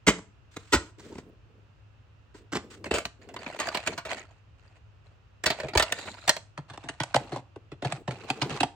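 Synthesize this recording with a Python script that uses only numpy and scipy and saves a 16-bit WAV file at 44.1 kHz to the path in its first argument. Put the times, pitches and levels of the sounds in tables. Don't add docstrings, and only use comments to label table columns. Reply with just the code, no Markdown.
import sys
import numpy as np
from scipy import signal
from scipy.fft import rfft, irfft, next_fast_len
from scipy.io import wavfile
from scipy.ndimage import map_coordinates

SR = 44100
rng = np.random.default_rng(int(sys.argv[2]) if len(sys.argv) > 2 else 0)


def transcribe(u):
    v = np.clip(np.atleast_2d(u).T, -1, 1)
    q = np.round(v * 32767).astype(np.int16)
    wavfile.write(sys.argv[1], SR, q)


N = 385875
HIT_SIZE, LEAD = 8192, 256

# pitch_hz, width_hz, level_db
CASE_RESONANCES = [(659.5, 50, 3), (956, 62, -8), (1420, 26, -10.5), (1860, 170, -8.5), (2220, 59, -9.5),
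                   (2580, 19, -11.5), (4400, 850, -11), (6730, 70, -15)]
CASSETTE_RESONANCES = [(128, 24, 4.5), (291, 58, -4.5), (722, 94, 3.5), (1210, 24, -11), (1454, 90, -23.5),
                       (1966, 220, -19.5), (2600, 37, -6.5), (4140, 140, -12.5)]
# frequency_hz, level_db
CASE_BED = [(30, 2.5), (120, -2), (350, 3.5), (650, 3), (1300, 1), (2600, 2), (5000, -13.5), (8000, -5),
            (10000, -22), (15000, -28.5)]
CASSETTE_BED = [(40, 7.5), (130, -9.5), (450, -3), (800, 16), (1400, 8.5), (2600, 8), (5500, 3), (8000, 2),
                (10000, -5.5), (15000, -32)]
# start_s, length_s, level_db
CASE_STROKES = [(3.213, .015, -47), (3.388, 0.18, -44.5), (3.6, 0.23, -39), (3.851, 0.089, -43.5),
                (4.084, 0.047, -35), (4.139, 0.08, -44), (4.247, .13, -62), (4.579, .2, -66.5),
                (5.04, .08, -68), (5.45, 0.2, -44), (5.82, 0.28, -45), (6.129, 0.21, -50)]


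def amp(db):
    return 10 ** (np.asarray(db) / 20)


def unit(x):
    return x / np.sqrt(np.mean(x ** 2) + 1e-30)


def along(points, hz):
    knots_hz, values = np.transpose(points)
    return np.interp(np.log(hz + 1), np.log(knots_hz + 1), values)


def wobble(rate):
    knots = rng.standard_normal(int(N * rate / SR) + 4)
    return map_coordinates(knots, [np.arange(N) * rate / SR], order=2)


def filtered(x, response):
    size = next_fast_len(N + SR // 2)
    return irfft(rfft(x, size) * response(np.fft.rfftfreq(size, 1 / SR)), size)[..., :N]


def add(track, start_s, sound):
    start = max(round(start_s * SR) - LEAD, 0)
    part = track[:, start:start + sound.shape[1]]
    part += sound[:, :part.shape[1]]


def spread(pair, hz, direct=0):
    # frequency_hz, side_over_mid_db
    widths = [(100, -23), (500, -14.5), (1000, -12.5), (2500, 0), (5000, -1), (9000, -2)]
    share, width = np.clip(direct, -1, 1), amp(along(widths, hz))
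    mid, side = pair[0], width * (1j * share * pair[0] + np.sqrt(1 - share ** 2) * pair[1])
    return np.array([mid + side, mid - side]) / np.sqrt(1 + width ** 2)


def stereo(pair, response):
    size = next_fast_len(N + SR // 2)
    hz = np.fft.rfftfreq(size, 1 / SR)
    return unit(irfft(spread(rfft(pair, size), hz) * response(hz), size)[:, :N])


def resonance(hz, pitch_hz, width_hz):
    return 1j * hz * width_hz / (pitch_hz ** 2 - hz ** 2 + 1j * hz * width_hz)


def shell(hz, body, modes, ring_db):
    rings = sum(amp(db) * resonance(hz, pitch, width) for pitch, width, db in modes)
    return amp(along(body, hz)) + amp(ring_db) * rings


def room_tone(air_db=-58):
    # pitch_hz, level_db
    tones = [(102.3, -62.5)]
    # frequency_hz, level_db
    air = [(22, -22.5), (55, 0.5), (105, 2), (190, -15.5), (900, -23), (1300, -22), (2200, -30.5),
           (2700, -24), (3300, -32.5), (7000, -43.5), (10500, -60.5), (15000, -57)]
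    # frequency_hz, side_over_mid_db
    air_width = [(60, -7.5), (900, -1)]
    t = np.arange(N) / SR
    hum = sum(amp(db + 1.4 * wobble(5.1)) * np.sqrt(2) * np.sin(2 * np.pi * hz * t + .6 * wobble(8.9))
              for hz, db in tones)
    colour = lambda hz: amp(along(air, hz) + np.outer([0, 1], along(air_width, hz)))
    mid, side = filtered(rng.standard_normal((2, N)), colour)
    return hum + amp(air_db) * unit(np.array([mid + side, mid - side]))


def walls(x, build_s=0.0027):
    # frequency_hz, t60_s
    decay = [(100, 0.36), (3000, 0.25), (8000, .3), (15000, 0.067)]
    hz, t, noise = signal.stft(rng.standard_normal((2, SR // 2)), SR, nperseg=256)
    fade = amp(-60 * t / along(decay, hz)[:, None]) * (1 - np.exp(-t / build_s))
    tail = signal.istft(spread(noise, hz[:, None]) * fade, SR, nperseg=256)[1]
    return signal.fftconvolve(x, tail / np.linalg.norm(tail[0]), axes=1)[:, :N]


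def strokes(rows, attack_s=0.0074, release_s=.02):
    t = np.arange(N) / SR
    power = np.zeros(N)
    for start, length, db in rows:
        attack = np.clip((t - start) / attack_s, 0, 1)
        release = np.exp(-np.clip((t - start - length) / release_s, 0, 20))
        power += (amp(db) * attack * release) ** 2
    return np.sqrt(power)


def fingers(drag_db=-0.5, swish_db=3.5):
    # start_s, length_s, level_db
    drags = [(0.98, .31, -52), (1.3, 0.37, -66.5), (2.35, 0.1, -58), (2.62, 0.24, -53), (3.19, 0.52, -52),
             (3.88, 0.058, -43), (4.08, 0.13, -49.5), (5.56, 0.57, -55.5), (7.2, 0.13, -47.5),
             (7.87, 0.13, -47), (8.12, 0.38, -51.5), (8.35, 0.25, -43.5)]
    swishes = [(0.51, 0.37, -64), (0.98, 0.22, -62.5), (2.34, 0.047, -62.5), (2.7, 0.05, -55),
               (6.28, 0.099, -60.5)]
    # frequency_hz, density_db
    drag_colour = [(70, -17), (200, 0.5), (450, 2), (750, -17.5), (2000, -43)]
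    swish_colour = [(500, -13.5), (1200, 6), (4000, 1.5), (6000, -2.5), (8200, 0), (10000, -24.5),
                    (15000, -19.5)]
    drag_grain = rng.standard_normal((2, N)) * amp(4.4 * wobble(60))
    swish_grain = rng.standard_normal((2, N)) * amp(2.0 * wobble(90))
    drag = stereo(drag_grain, lambda hz: amp(along(drag_colour, hz)))
    swish = stereo(swish_grain, lambda hz: amp(along(swish_colour, hz)))
    return amp(drag_db) * strokes(drags) * drag + amp(swish_db) * strokes(swishes) * swish


def friction(body, modes, slips_per_s, scatter, ring_s, bed_db, dull_hz):
    count = int(slips_per_s * N / SR)
    when, pick, tune, size = rng.random((count, 4)).T
    panel_hz, _, panel_db = np.transpose([mode for mode in modes if mode[0] > 500])
    which = (pick * len(panel_hz)).astype(int)
    pitch = panel_hz[which] * (.92 + .16 * tune)
    strength = amp(panel_db[which] / 2 - scatter * np.log(.04 + size))
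    step = np.arange(LEAD * 2)
    fade = np.exp(-step / SR / ring_s) * np.hanning(4 * LEAD)[2 * LEAD:]
    rings = strength[:, None] * np.sin(2 * np.pi * pitch[:, None] * step / SR) * fade
    at = (when * N).astype(int)[:, None] + step
    slips = [np.bincount(at.ravel(), (rings * rng.choice([-1, 1], (count, 1))).ravel(), N)[:N]
             for _ in range(2)]
    edge = lambda hz: hz ** 3 / (hz ** 3 + 450 ** 3) / (1 + (hz / dull_hz) ** 2)
    grit = rng.standard_normal((2, N)) * amp(4 * wobble(350))
    bed = stereo(grit, lambda hz: shell(hz, body, modes, ring_db=3) * edge(hz))
    pressure = amp(3 * wobble(55))
    return unit(pressure * (stereo(np.array(slips), edge) + amp(bed_db) * bed))


def scraping(gain_db=-1):
    # start_s, length_s, level_db
    rubs = [(6.68, 0.31, -57.5), (7.04, 0.31, -52.5), (7.33, 0.029, -44), (7.85, .11, -44),
            (8.1, 0.2, -47.5), (8.3, 0.26, -47.5), (8.49, 0.087, -38)]
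    case = friction(CASE_BED, CASE_RESONANCES, slips_per_s=680, scatter=8,
                    ring_s=.004, bed_db=0.5, dull_hz=7730)
    cassette = friction(CASSETTE_BED, CASSETTE_RESONANCES, slips_per_s=570, scatter=-1.5,
                        ring_s=0.0025, bed_db=-0.5, dull_hz=7940)
    return amp(gain_db) * (strokes(CASE_STROKES) * case + strokes(rubs) * cassette)


def ribbed_side(grain_db=4.0, pressure_db=2):
    # start_s, length_s, level_db
    slides = [(5.96, 0.159, -47.5), (6.15, 0.12, -60)]
    # pitch_hz, width_hz, level_db
    rib_bands = [(3970, 910, 0.5), (7200, 1600, -7)]
    rasp = rng.standard_normal((2, N)) * amp(grain_db * wobble(420) + pressure_db * wobble(40))
    ribs = lambda hz: sum(amp(db) * resonance(hz, pitch, width) ** 2 for pitch, width, db in rib_bands)
    return strokes(slides) * stereo(rasp, ribs)


def contacts(rows, body, modes, *, ring_db, ripple_db, lowest_hz, rise_s, squareness, chatter, bending,
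             direct, gain_db, thump_db, thump_slope, thump_life, snap_db, snap_slope, snap_life):
    track = np.zeros((2, N))
    step = np.arange(HIT_SIZE)
    t = np.maximum(step - LEAD, 0) / SR
    hz = np.fft.rfftfreq(HIT_SIZE, 1 / SR)
    below = lambda edge_hz: 1 / np.sqrt(1 + (hz / edge_hz) ** 8)
    above = lambda edge_hz: np.sqrt(1 - below(edge_hz) ** 2)
    bands = above(lowest_hz) * below(450), above(450) * below(4000), above(4000)
    delay = bending * np.maximum(1 / np.sqrt(hz + 30) - 1 / np.sqrt(1800), 0)
    travel = np.exp(-2j * np.pi * np.cumsum(delay) * hz[1])
    end_fade = np.clip(2 - 2.2 * step / HIT_SIZE, 0, 1)
    energy_scale = np.sqrt(.01 * SR / HIT_SIZE)
    for start_s, db, hardness_db, length_s in rows:
        chance = rng.standard_normal((len(modes), 2))
        gripped = [(pitch * np.exp(.035 * detune), width, level + 5 * boost)
                   for (pitch, width, level), (detune, boost) in zip(modes, chance)]
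        humps = map_coordinates(rng.standard_normal(HIT_SIZE // 32), [hz / 191], order=2)
        tilt = (hz + 170) ** (.025 * (db + 30))
        panel = shell(hz, body, gripped, ring_db) * amp(ripple_db * humps) * travel * tilt
        grit = np.exp(chatter * np.interp(step, step[::32], rng.standard_normal(HIT_SIZE // 32)))
        facing = direct * rng.choice([-1, 1])
        levels_db = thump_db - thump_slope * hardness_db, 0, snap_db + snap_slope * hardness_db
        for band, band_db, life in zip(bands, levels_db, (thump_life, 1, snap_life)):
            fade = np.exp(-(t / max(length_s * life, 1e-3)) ** squareness)
            force = grit * (1 - np.exp(-t / rise_s)) * fade * rng.standard_normal((2, HIT_SIZE))
            sound = irfft(spread(rfft(force), hz, facing) * panel * band) * end_fade
            add(track, start_s, unit(sound) * energy_scale * amp(db + band_db + gain_db))
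    return track


def edge_ticks(count=44, offset_db=-3, scatter_db=3.5, length_s=.003):
    start, length, db = np.transpose(CASE_STROKES)
    where, size = rng.random((count, 2)).T
    ends = np.cumsum(length)
    slid = (np.arange(count) + where) / count * ends[-1]
    stroke = np.searchsorted(ends, slid)
    times = start[stroke] + ends[stroke] - slid
    levels = db[stroke] + offset_db + scatter_db * (2 * size - 1)
    ticks = [(start_s, level, 0, length_s) for start_s, level in zip(times, levels)]
    return contacts(ticks, CASE_BED, CASE_RESONANCES, ring_db=4, ripple_db=8.5, lowest_hz=150,
                    rise_s=0.00056, squareness=0.76, chatter=.2, bending=.079, direct=0.545, gain_db=0.5,
                    thump_db=-10, thump_slope=0, thump_life=1,
                    snap_db=-11.5, snap_slope=0, snap_life=0.84)


def low_thuds(pitch_hz=(62, 84), rise_s=0.008, decay_s=0.022):
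    # start_s, level_db
    thuds = [(0.739, -19), (2.927, -34), (5.758, -21.5)]
    track = np.zeros((2, N))
    t = np.maximum(np.arange(HIT_SIZE) - LEAD, 0) / SR
    envelope = (1 - np.exp(-t / rise_s)) * np.exp(-t / decay_s)
    for start_s, db in thuds:
        tones = sum(np.sin(2 * np.pi * (hz * t + rng.random() / 2)) for hz in pitch_hz)
        add(track, start_s, np.tile(amp(db) * tones * envelope, (2, 1)))
    return track


def catch():
    # start_s, level_db, hardness_db, length_s
    jerks = [(2.842, -39.5, -1.5, 0.0045), (2.857, -38, -6, 0.013), (2.91, -27, -7, 0.017),
             (2.94, -24.5, 0, 0.026), (2.984, -32, 3, 0.0035), (3.053, -33, 3, 0.0051)]
    return contacts(jerks, CASE_BED, CASE_RESONANCES, ring_db=3, ripple_db=3, lowest_hz=55,
                    rise_s=0.00069, squareness=0.86, chatter=0.32, bending=0.0735, direct=0.48,
                    gain_db=1.74, thump_db=-4, thump_slope=0.87, thump_life=1.0,
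                    snap_db=-7, snap_slope=1.0, snap_life=0.93)


def loose_reels():
    # start_s, level_db, hardness_db, length_s
    knocks = [(5.632, -40, -11.5, 0.013), (5.752, -24, -3, 0.0074), (6.576, -37, -3, 0.0092),
              (6.698, -41, 2.5, 0.011), (6.735, -43.5, 5, 0.012), (6.775, -41, 5, 0.003),
              (6.837, -41.5, -2, 0.027), (6.888, -30, 10, 0.0072), (7.002, -25.5, 3, 0.0086),
              (7.034, -30, 28, 0.0033), (7.144, -20, 3, 0.0047), (7.158, -19, 4, 0.006),
              (7.319, -35, -6, 0.015), (7.36, -33, -1, 0.013), (7.559, -49.5, -10, 0.0048),
              (7.717, -44.5, -7, 0.009), (7.822, -36, -5.5, 0.013), (7.847, -28.5, -3.5, 0.01),
              (7.922, -26.5, 7, 0.0027), (8.077, -33, -7, 0.0097), (8.108, -36.5, 3, 0.012),
              (8.301, -22.5, 6.5, 0.0053), (8.416, -22, 4, 0.014), (8.502, -33, -0.5, .012),
              (8.604, -20, 3, 0.0081), (8.631, -21, 2.5, 0.0054)]
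    return contacts(knocks, CASSETTE_BED, CASSETTE_RESONANCES, ring_db=6, ripple_db=4, lowest_hz=99,
                    rise_s=0.00093, squareness=0.94, chatter=.45, bending=0.1688, direct=0.51,
                    gain_db=-1.17, thump_db=2, thump_slope=1.0, thump_life=1.07,
                    snap_db=-13, snap_slope=0.27, snap_life=0.86)


def open_case():
    # start_s, level_db, hardness_db, length_s
    clicks = [(3.288, -45, -4, 0.018), (3.34, -42, -2, 0.0083), (3.363, -35, -9.5, 0.0064),
              (3.463, -34.5, -14, 0.0071), (3.589, -33.5, -5, 0.0081), (3.599, -26, 1.5, 0.019),
              (3.672, -33, -1, 0.0017), (3.687, -31, -2, 0.0033), (3.746, -25.5, -2, 0.017),
              (3.772, -31, -2.5, .004), (3.863, -34, -2, .009), (3.873, -24, 0.5, 0.0064),
              (3.977, -31, -0.5, 0.015), (4.051, -32.5, -5.5, 0.028), (5.438, -28.5, 1.5, 0.0073),
              (5.4595, -18, 1, .014), (5.502, -22, -3.5, 0.011), (5.6, -31, -5.5, 0.01),
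              (5.684, -36, -3.5, 0.014), (5.735, -35, -11, 0.0068), (5.774, -18, 3.5, .009),
              (5.796, -18, -1, .012), (5.824, -23, 3.5, 0.0088), (5.923, -24, 4.5, 0.0049),
              (5.987, -37.5, -1, 0.0068), (6.076, -37.5, -13, 0.0098), (6.278, -22, 2, 0.0098),
              (6.293, -16, 7, 0.007), (6.365, -34, 3, .006)]
    return contacts(clicks, CASE_BED, CASE_RESONANCES, ring_db=7, ripple_db=3.5, lowest_hz=69,
                    rise_s=0.00086, squareness=0.96, chatter=0.21, bending=0.0752, direct=.6,
                    gain_db=0.04, thump_db=-12.5, thump_slope=.6, thump_life=.8,
                    snap_db=-7.5, snap_slope=1.0, snap_life=0.56)


def closed_case():
    # start_s, level_db, hardness_db, length_s
    bumps = [(0.066, -13.5, 1, 0.032), (0.184, -46.5, 1, 0.0072), (0.563, -37, 1, 0.0097),
             (0.722, -15, 2.5, .034), (0.993, -51.5, 10, 0.013), (1.118, -49, -8, 0.015),
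             (1.152, -50.5, -10.5, 0.0092), (1.18, -43.5, -6, 0.0093), (2.343, -52.5, -6.5, 0.016),
             (2.519, -31.5, -1.5, 0.029), (2.547, -28, -1, 0.028)]
    # pitch_hz, width_hz, level_db
    resonances = [(283, 33, -3), (1090, 16, -9), (1550, 140, -24.5), (2016, 98, -5)]
    # frequency_hz, level_db
    bed = [(25, -6), (70, -2.5), (300, 7), (550, 1.5), (1000, 5), (2600, -4.5), (5000, -8), (8000, -11),
           (10000, -28.5), (15000, -32)]
    return contacts(bumps, bed, resonances, ring_db=0.5, ripple_db=2.5, lowest_hz=45,
                    rise_s=0.011, squareness=2.1, chatter=.45, bending=.093, direct=1.0,
                    gain_db=0.22, thump_db=0.5, thump_slope=1.0, thump_life=.9,
                    snap_db=-6.5, snap_slope=.5, snap_life=0.84)


def scene():
    bumps = closed_case()
    handling = catch() + open_case() + loose_reels()
    echo = walls(amp(-14.5) * bumps + amp(-17.5) * handling)
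    beneath = low_thuds() + fingers() + scraping() + room_tone() + edge_ticks() + ribbed_side()
    return bumps + handling + echo + beneath


def record(dry, notch_hz=11300, notch_width_hz=1100, notch_db=-14, low_cut_hz=42, top_hz=16000):
    # frequency_hz, left_over_right_db
    balance = [(900, .5), (1700, -4), (3300, -4), (6800, 2.5), (10000, 1)]
    notch = lambda hz: notch_db * np.exp(-((hz - notch_hz) / notch_width_hz) ** 2)
    sides = lambda hz: amp(np.outer([.5, -.5], along(balance, hz)) + notch(hz))
    low_cut = lambda hz: hz ** 2 / (hz ** 2 - low_cut_hz ** 2 - 1j * hz * low_cut_hz)
    high_cut = lambda hz: 1 / (1 + (hz / top_hz) ** 120)
    return filtered(dry, lambda hz: sides(hz) * low_cut(hz) * high_cut(hz))


dry = scene()
out = record(dry)
transcribe(out)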